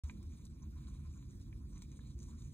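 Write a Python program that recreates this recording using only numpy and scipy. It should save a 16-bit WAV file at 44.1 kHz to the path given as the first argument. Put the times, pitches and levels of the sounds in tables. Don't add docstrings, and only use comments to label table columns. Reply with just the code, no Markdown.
import sys
import numpy as np
from scipy import signal
from scipy.fft import rfft, irfft, next_fast_len
from scipy.io import wavfile
from scipy.ndimage import uniform_filter1d

SR = 44100
rng = np.random.default_rng(int(sys.argv[2]) if len(sys.argv) > 2 else 0)


def to_linear_factor(level_db):
    exponent = np.asarray(level_db, float) / 20
    return 10 ** exponent


def persist_wave(psi):
    counts = np.round(np.clip(psi, -1, 1) * 32767).astype(np.int16)
    wavfile.write(sys.argv[1], SR, np.atleast_2d(counts).T)


N = 111573
START_S = .03628


def evened(x):
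    return x / np.sqrt(np.mean(x ** 2) + 1e-20)


def read(points, hz):
    f, value = np.transpose(points)
    return np.interp(np.log(hz + 1), np.log(f + 1), value)


def follow(points, x):
    return np.interp(x, *np.transpose(points))


def drift(shape, size):
    smooth = uniform_filter1d(rng.standard_normal(shape), size)
    return evened(uniform_filter1d(smooth, size))


def ring(x, modes):
    t = np.arange(2048) / SR
    tap = 0
    for k, (hz, width, db) in enumerate(modes):
        tap = tap + (-1) ** k * to_linear_factor(db) * np.exp(-np.pi * width * t) * np.sin(2 * np.pi * hz * t)
    return signal.oaconvolve(x, tap[None] / abs(tap).max(), axes=-1)[..., :N]


def shaped(gain_db, size):
    z = rng.standard_normal((2, 2) + gain_db.shape)
    spectrum = (z[0] + 1j * z[1]) * to_linear_factor(gain_db)
    return evened(signal.istft(spectrum, nperseg=size, noverlap=size * 3 // 4)[1][:, :N])


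# (frequency [Hz], density [dB per Hz])
RUMBLE_COLOUR = [(20, -45), (32, -23), (45, -4), (76, -5), (110, -6.5), (258, -18), (355, -25),
                 (385, -34.5), (700, -45.5)]
# (frequency [Hz], width [Hz], lift [dB], wander [share of frequency])
ROOM_MODES = [(50, 9, 11, .05), (97, 16, -4, .03), (140, 16, 7, .1), (205, 14, 7, .05), (262, 14, 6, .05),
              (340, 16, 7, .04)]
# (time [s], level [dB])
RUMBLE_SWELLS = [(.04, -12), (.11, 1), (.28, -1.5), (.5, -3.5), (.7, -1), (.9, -2), (1.08, -2.5),
                 (1.25, -1.5), (1.6, -1), (2.0, -3), (2.36, -0.5), (2.46, -2)]


def rumble():
    level_db = -49.5
    hz = np.fft.rfftfreq(4096, 1 / SR)[:, None]
    t = np.arange(N // 1024 + 5) * 1024 / SR
    lift = 0
    for f, width, db, wander in ROOM_MODES:
        centre = f * (1 + wander * drift(len(t), size=7))
        lift = lift + db / (1 + (2 * (hz - centre) / width) ** 2)
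    colour = read(RUMBLE_COLOUR, hz) - 60 * (hz > 900)
    return to_linear_factor(level_db) * shaped(colour + lift + follow(RUMBLE_SWELLS, t), size=4096)


# (frequency [Hz], level [dB])
HISS_COLOUR = [(400, 10), (700, -7.5), (1500, -5.5), (3000, -14.5), (5200, -7), (8000, -18.5),
               (12000, -8.5), (16000, -19)]


def hiss():
    level_db, lull_s, lull_half_s = -75, .487, 0.0062
    hz = np.fft.rfftfreq(512, 1 / SR)[:, None]
    frames = N // 128 + 5
    t = np.arange(frames) * 128 / SR
    patches = evened(uniform_filter1d(drift((257, frames), size=12), size=8, axis=0))
    lull = 9 * np.exp(-((t - lull_s) / lull_half_s) ** 2)
    colour = read(HISS_COLOUR, hz) - 40 * (hz < 350)
    return to_linear_factor(level_db) * shaped(colour + 4.1 * patches - lull, size=512)


# (time [s], level [dB rms])
HUM_SWELLS = [(.04, -45), (.12, -55.5), (.2, -50.5), (.28, -43.5), (.36, -58), (.5, -50), (.58, -65),
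              (.66, -45.5), (.8, -56), (.88, -64.5), (1.08, -43.5), (1.17, -60.5), (1.6, -56.5), (1.9, -57),
              (2.18, -53), (2.26, -58), (2.35, -51), (2.5, -61)]


def hum():
    hum_hz = 75.83
    t = np.arange(N) / SR
    return to_linear_factor(follow(HUM_SWELLS, t)) * np.sqrt(2) * np.sin(2 * np.pi * hum_hz * t)


def thump():
    level_db, ring_hz, t60_s, turn = -35, 70, .2, .78
    t = np.maximum(np.arange(N) / SR - START_S, 0)
    return to_linear_factor(level_db - 60 * t / t60_s) * np.sin(2 * np.pi * (ring_hz * t + turn))


# (time [s], ring [Hz], level [dB])
FIBRE_SNAPS = [(.0985, 1600, -54), (0.4645, 4640, -60), (0.1048, 2450, -60), (0.106, 7250, -57),
               (.111, 7040, -57), (.126, 7400, -66), (.3715, 9200, -69), (.4538, 6400, -51.5),
               (.4538, 10600, -56), (.457, 6500, -55), (0.46, 7900, -56), (0.623, 6100, -55),
               (.628, 6100, -53), (.632, 6500, -56), (0.633, 3940, -69), (1.137, 2450, -65.5),
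               (1.1765, 6700, -54), (1.3088, 6860, -57), (1.529, 2240, -61.5), (1.53, 1700, -68.5),
               (1.535, 2440, -73), (1.7745, 2170, -68), (1.7795, 6500, -49.5), (1.8213, 8250, -52),
               (1.825, 6000, -47), (1.9174, 6200, -51), (1.918, 9900, -59.5), (1.924, 2400, -68),
               (1.965, 3800, -67), (1.9915, 2300, -60), (1.994, 1690, -61), (2.006, 3800, -69),
               (2.073, 6700, -64), (2.191, 6600, -53), (2.2207, 6450, -53), (2.23, 6460, -53),
               (2.2835, 7700, -62), (2.4225, 6400, -53), (2.475, 6300, -61)]
# (centre [s], half length [s], ring [Hz], level [dB rms])
FIBRE_RUBS = [(0.078, 0.017, 6550, -68), (0.378, 0.015, 9000, -75), (0.631, 0.017, 1056, -73),
              (0.638, 0.013, 6700, -76), (.505, .012, 7750, -76.5), (1.049, .025, 1250, -80),
              (1.155, 0.066, 6870, -75), (1.196, 0.036, 7030, -82), (1.33, 0.024, 6700, -89),
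              (1.708, 0.02, 8500, -76), (1.753, 0.045, 6070, -71.5), (1.768, .025, 1080, -77),
              (1.785, 0.013, 8500, -72), (1.836, .008, 7260, -72), (1.972, 0.019, 8600, -75),
              (1.975, 0.016, 6760, -76), (2.016, 0.011, 3800, -73), (2.056, 0.031, 4000, -74),
              (2.207, .008, 6240, -65.5), (2.233, 0.01, 6730, -64), (2.296, 0.018, 1040, -72),
              (2.308, .012, 7000, -71), (2.408, 0.011, 3850, -77), (2.451, 0.011, 6700, -72.5)]


def fibres():
    snap_cycles = 38.4
    rub_sharpness, grains_per_s = 15, 2500
    t = np.arange(6000) / SR
    out = np.zeros((2, N + 6000))
    for s, hz, db in FIBRE_SNAPS:
        at = round(s * SR) - 20
        attack = np.minimum(t * hz / 2, 1)
        snap = to_linear_factor(db - 60 * t * hz / snap_cycles) * attack * np.sin(2 * np.pi * hz * t)
        out[:, at:at + 6000] += snap * [[1], [.3]]
    for s, half, hz, db in FIBRE_RUBS:
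        grains = rng.standard_normal((2, 6000)) * (rng.random((2, 6000)) < grains_per_s / SR)
        start = max(s - 3000 / SR, 0)
        at = round(start * SR)
        squeal = evened(ring(grains, [(hz, hz / rub_sharpness, 0)])[:, :6000])
        swell = np.exp(-((t + start - s) / half) ** 2)
        out[:, at:at + 6000] += squeal * to_linear_factor(db) * swell
    return out[:, :N]


# (frequency [Hz], width [Hz], level [dB])
LOW_MODES = [(1021, 124, 17.6), (1402, 500, 19.7)]
DULL_MODES = [(2450, 1500, 0), (1750, 220, -12), (2380, 110, -4)]
MIDDLE_MODES = [(3300, 600, -26), (3906, 440, -13)]
BRIGHT_MODES = [(5840, 600, -1.5), (7000, 2600, 4), (8440, 1600, 3), (10400, 290, -16), (14000, 630, -16.5)]
# (frequency [Hz], width [Hz], level [dB])
BRIGHT_PATCHES = [(6440, 1600, -9.5), (6700, 310, -4.5), (7300, 310, -8), (8530, 730, -17)]
# (time [s], scratch level [dB], dull share [dB])
CHEWING = [(.04, -68, 1.5), (.12, -81.5, -1.5), (0.159, -81, 0.5), (.39, -77.5, -4.5), (.5, -82, -4),
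           (.635, -85.5, 9.5), (.69, -84.5, -1), (0.881, -77, 0.5), (1.0, -80, 0.5), (1.14, -80.5, 1.5),
           (1.4, -76.5, -6.5), (1.621, -87.5, 1.5), (1.779, -75, 1.5), (1.98, -77, -2.5), (2.152, -84, -8),
           (2.22, -72, -7), (2.36, -82, 1), (2.47, -79, -9)]
# (centre [s], half length [s], lift [dB])
SCRATCH_SURGES = [(0.114, 0.011, 10.5), (0.45, 0.008, 5), (0.494, 0.013, -7), (0.625, 0.012, 2),
                  (0.885, 0.0077, 7.5), (1.792, 0.013, -0.5), (1.811, 0.0073, -6), (1.87, 0.02, -9.5),
                  (1.945, 0.014, -2.5), (2.08, 0.018, 1.5), (2.108, 0.027, 9), (2.245, 0.017, 1),
                  (2.316, 0.028, 3), (2.406, 0.03, 7), (2.472, 0.04, 5.5), (2.528, 0.0048, 5)]


def scratching():
    clicks_per_s, spread_db, clump_db = 5000, 3.5, 2.6
    t = np.arange(N) / SR
    s, level_db, dull_db = np.transpose(CHEWING)
    level, dull = np.interp(t, s, level_db), np.interp(t, s, dull_db)
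    for at, half, db in SCRATCH_SURGES:
        level = level + db * np.exp(-((t - at) / half) ** 2)
    layers = [(LOW_MODES, -1.5 + 1.24 * dull), (DULL_MODES, -5.5 + dull),
              (MIDDLE_MODES, -3.5 + .5 * dull), (BRIGHT_MODES, -8 + 3.5)]
    layers += [([(hz, width, 0)], db) for hz, width, db in BRIGHT_PATCHES]
    clump = drift(N, size=600)
    out = 0
    for modes, db in layers:
        size = to_linear_factor(spread_db * np.minimum(rng.exponential(1, (2, N)), 4))
        size = size * rng.choice([-1., 1.], (2, N))
        clicks = size * (rng.random((2, N)) < clicks_per_s / SR)
        patches = clump_db * (0.68 * clump + 1.0 * drift(N, size=1200))
        out = out + evened(ring(clicks, modes)) * to_linear_factor(db + level + patches)
    return out


# (time [s], low part [dB], dull part [dB], middle part [dB], bright part [dB])
BITES = [(.087, -70, -83, -84, -56), (0.097, -53, -43.5, -53.5, -68), (.2294, -80, -71, -92, -53.5),
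         (0.323, -84, -60.5, -68, -82), (0.4529, -89, -94, -63, -49.5), (0.468, -96, -93, -59.5, -62),
         (0.871, -67.5, -86, -57, -72), (1.129, -78, -83, -84, -61), (1.226, -66, -65.5, -63, -82),
         (1.527, -69, -55, -82, -79), (1.774, -81, -63, -85, -70), (1.8211, -64, -58.5, -53, -49),
         (1.9174, -74, -64, -67, -73), (1.9909, -60.5, -64, -72, -89), (2.19, -90, -68, -73, -53),
         (2.2227, -68, -76, -74, -61), (2.23, -78, -90, -62, -52), (2.42, -70.5, -71, -62, -70)]
RUSTLE_PARTS = [-25, -11, -2.5, -2]


def ticks():
    crumb_size, crumb_tail_s = .15, .006
    rustle_size, rustle_tail_s = 0.059, 0.072
    t = np.arange(3000) / SR
    rustle = rustle_size * to_linear_factor(np.array(RUSTLE_PARTS))[:, None, None] * np.exp(-t / rustle_tail_s)
    fade = crumb_size * np.exp(-t / crumb_tail_s) + rustle
    drive = np.zeros((4, 2, N + 3000))
    for s, *parts_db in BITES:
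        crumbs = rng.standard_normal((4, 2, 3000)) * (rng.random((4, 2, 3000)) < .08) * fade
        crumbs[:, :, :8] = 0
        crumbs[:, 0, 0], crumbs[:, 1, 3] = 1, .6
        at = round(s * SR)
        drive[:, :, at:at + 3000] += crumbs * to_linear_factor(np.array(parts_db))[:, None, None]
    parts = (LOW_MODES, DULL_MODES, MIDDLE_MODES, BRIGHT_MODES)
    return sum(ring(d, modes) for d, modes in zip(drive, parts))


# (frequency [Hz], left minus right [dB])
PORT_BALANCE = [(60, -0.5), (110, -2), (200, -2.5), (380, -1.5), (700, 0), (1290, 1), (2380, -4),
                (4400, 0.5), (8120, -0.5), (15000, 2.5)]


def ports(pair, likeness, leads):
    size = next_fast_len(N + 4096)
    hz = np.fft.rfftfreq(size, 1 / SR)
    a, b = rfft(pair, size)
    same = np.clip(read(likeness, hz), 0, 1)
    half = to_linear_factor(read(PORT_BALANCE, hz) / 2) * np.exp(.5j * follow(leads, hz))
    left = a * half
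    right = (same * a + np.sqrt(1 - same ** 2) * b) / half
    return irfft(np.array([left, right]), size)[:, :N]


# (frequency [Hz], likeness [0-1])
ROOM_SAME = [(60, .995), (130, .975), (290, .9), (640, .6), (3000, .65), (6000, .9), (8500, .985),
             (15000, .985)]
TUB_SAME = [(640, .75), (1400, .8), (3000, .85), (6000, .93), (8500, .985), (15000, .985)]
# (frequency [Hz], lead [radians])
ROOM_LEAD = [(0, 0), (330, .25), (560, 3), (5200, 3.1), (6200, 4.8), (8600, 6.28), (12300, 9.42),
             (15600, 12.57)]
TUB_LEAD = [(0, 0), (1100, 1.1), (2330, 1.3), (4200, 1.5), (5200, 3.1), (6200, 4.8), (8600, 6.28),
            (12300, 9.42), (15600, 12.57)]


def scene():
    room = ports(rumble() + hiss(), ROOM_SAME, ROOM_LEAD)
    tub = ports(scratching() + ticks() + fibres(), TUB_SAME, TUB_LEAD)
    return room + tub + thump() + hum()


# (from [Hz], to [Hz])
WEAK_BANDS = [(2750, 3100), (4800, 5150), (5150, 5500), (700, 850)]
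OPEN_MOMENTS = (.455, 1.82, 2.19, 2.41, 2.425)


def thinned(x):
    ragged_hz, weak_share = 260, .16
    mid_top_hz, side_top_hz = 15750, 14700
    hz, t, z = signal.stft([x[0] + x[1], x[0] - x[1]], SR, nperseg=1024)
    edges = np.array([(11250, 13500, mid_top_hz), (7500, 9650, side_top_hz)]).T[..., None]
    wobble = np.repeat(drift((3, 2, len(t)), size=2), 2, axis=2)[..., :len(t)]
    low, high, top = (edges + ragged_hz * np.round(wobble))[:, :, None]
    both_kept = abs(t[:, None] - OPEN_MOMENTS).min(axis=1) < .012
    f = hz[:, None]
    keep = ((f < low) | (f > high) | both_kept) & (f < np.minimum(top, mid_top_hz))
    for lo_hz, hi_hz in WEAK_BANDS:
        band = (hz > lo_hz) & (hz < hi_hz)
        power = uniform_filter1d((abs(z[0, band]) ** 2).sum(axis=0), size=3)
        keep[0, band] &= power > np.quantile(power, weak_share)
    mid, side = signal.istft(z * keep, SR, nperseg=1024)[1][:, :N]
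    return np.array([mid + side, mid - side]) / 2


def roll_off(x):
    return signal.sosfilt(signal.butter(12, 16480, fs=SR, output="sos"), x)


def record(dry):
    low_cut = signal.butter(4, 37, "highpass", fs=SR, output="sos")
    mix = thinned(signal.sosfilt(low_cut, dry))
    started = np.arange(N) >= START_S * SR
    return roll_off(mix * started)


dry = scene()
out = record(dry)
persist_wave(out)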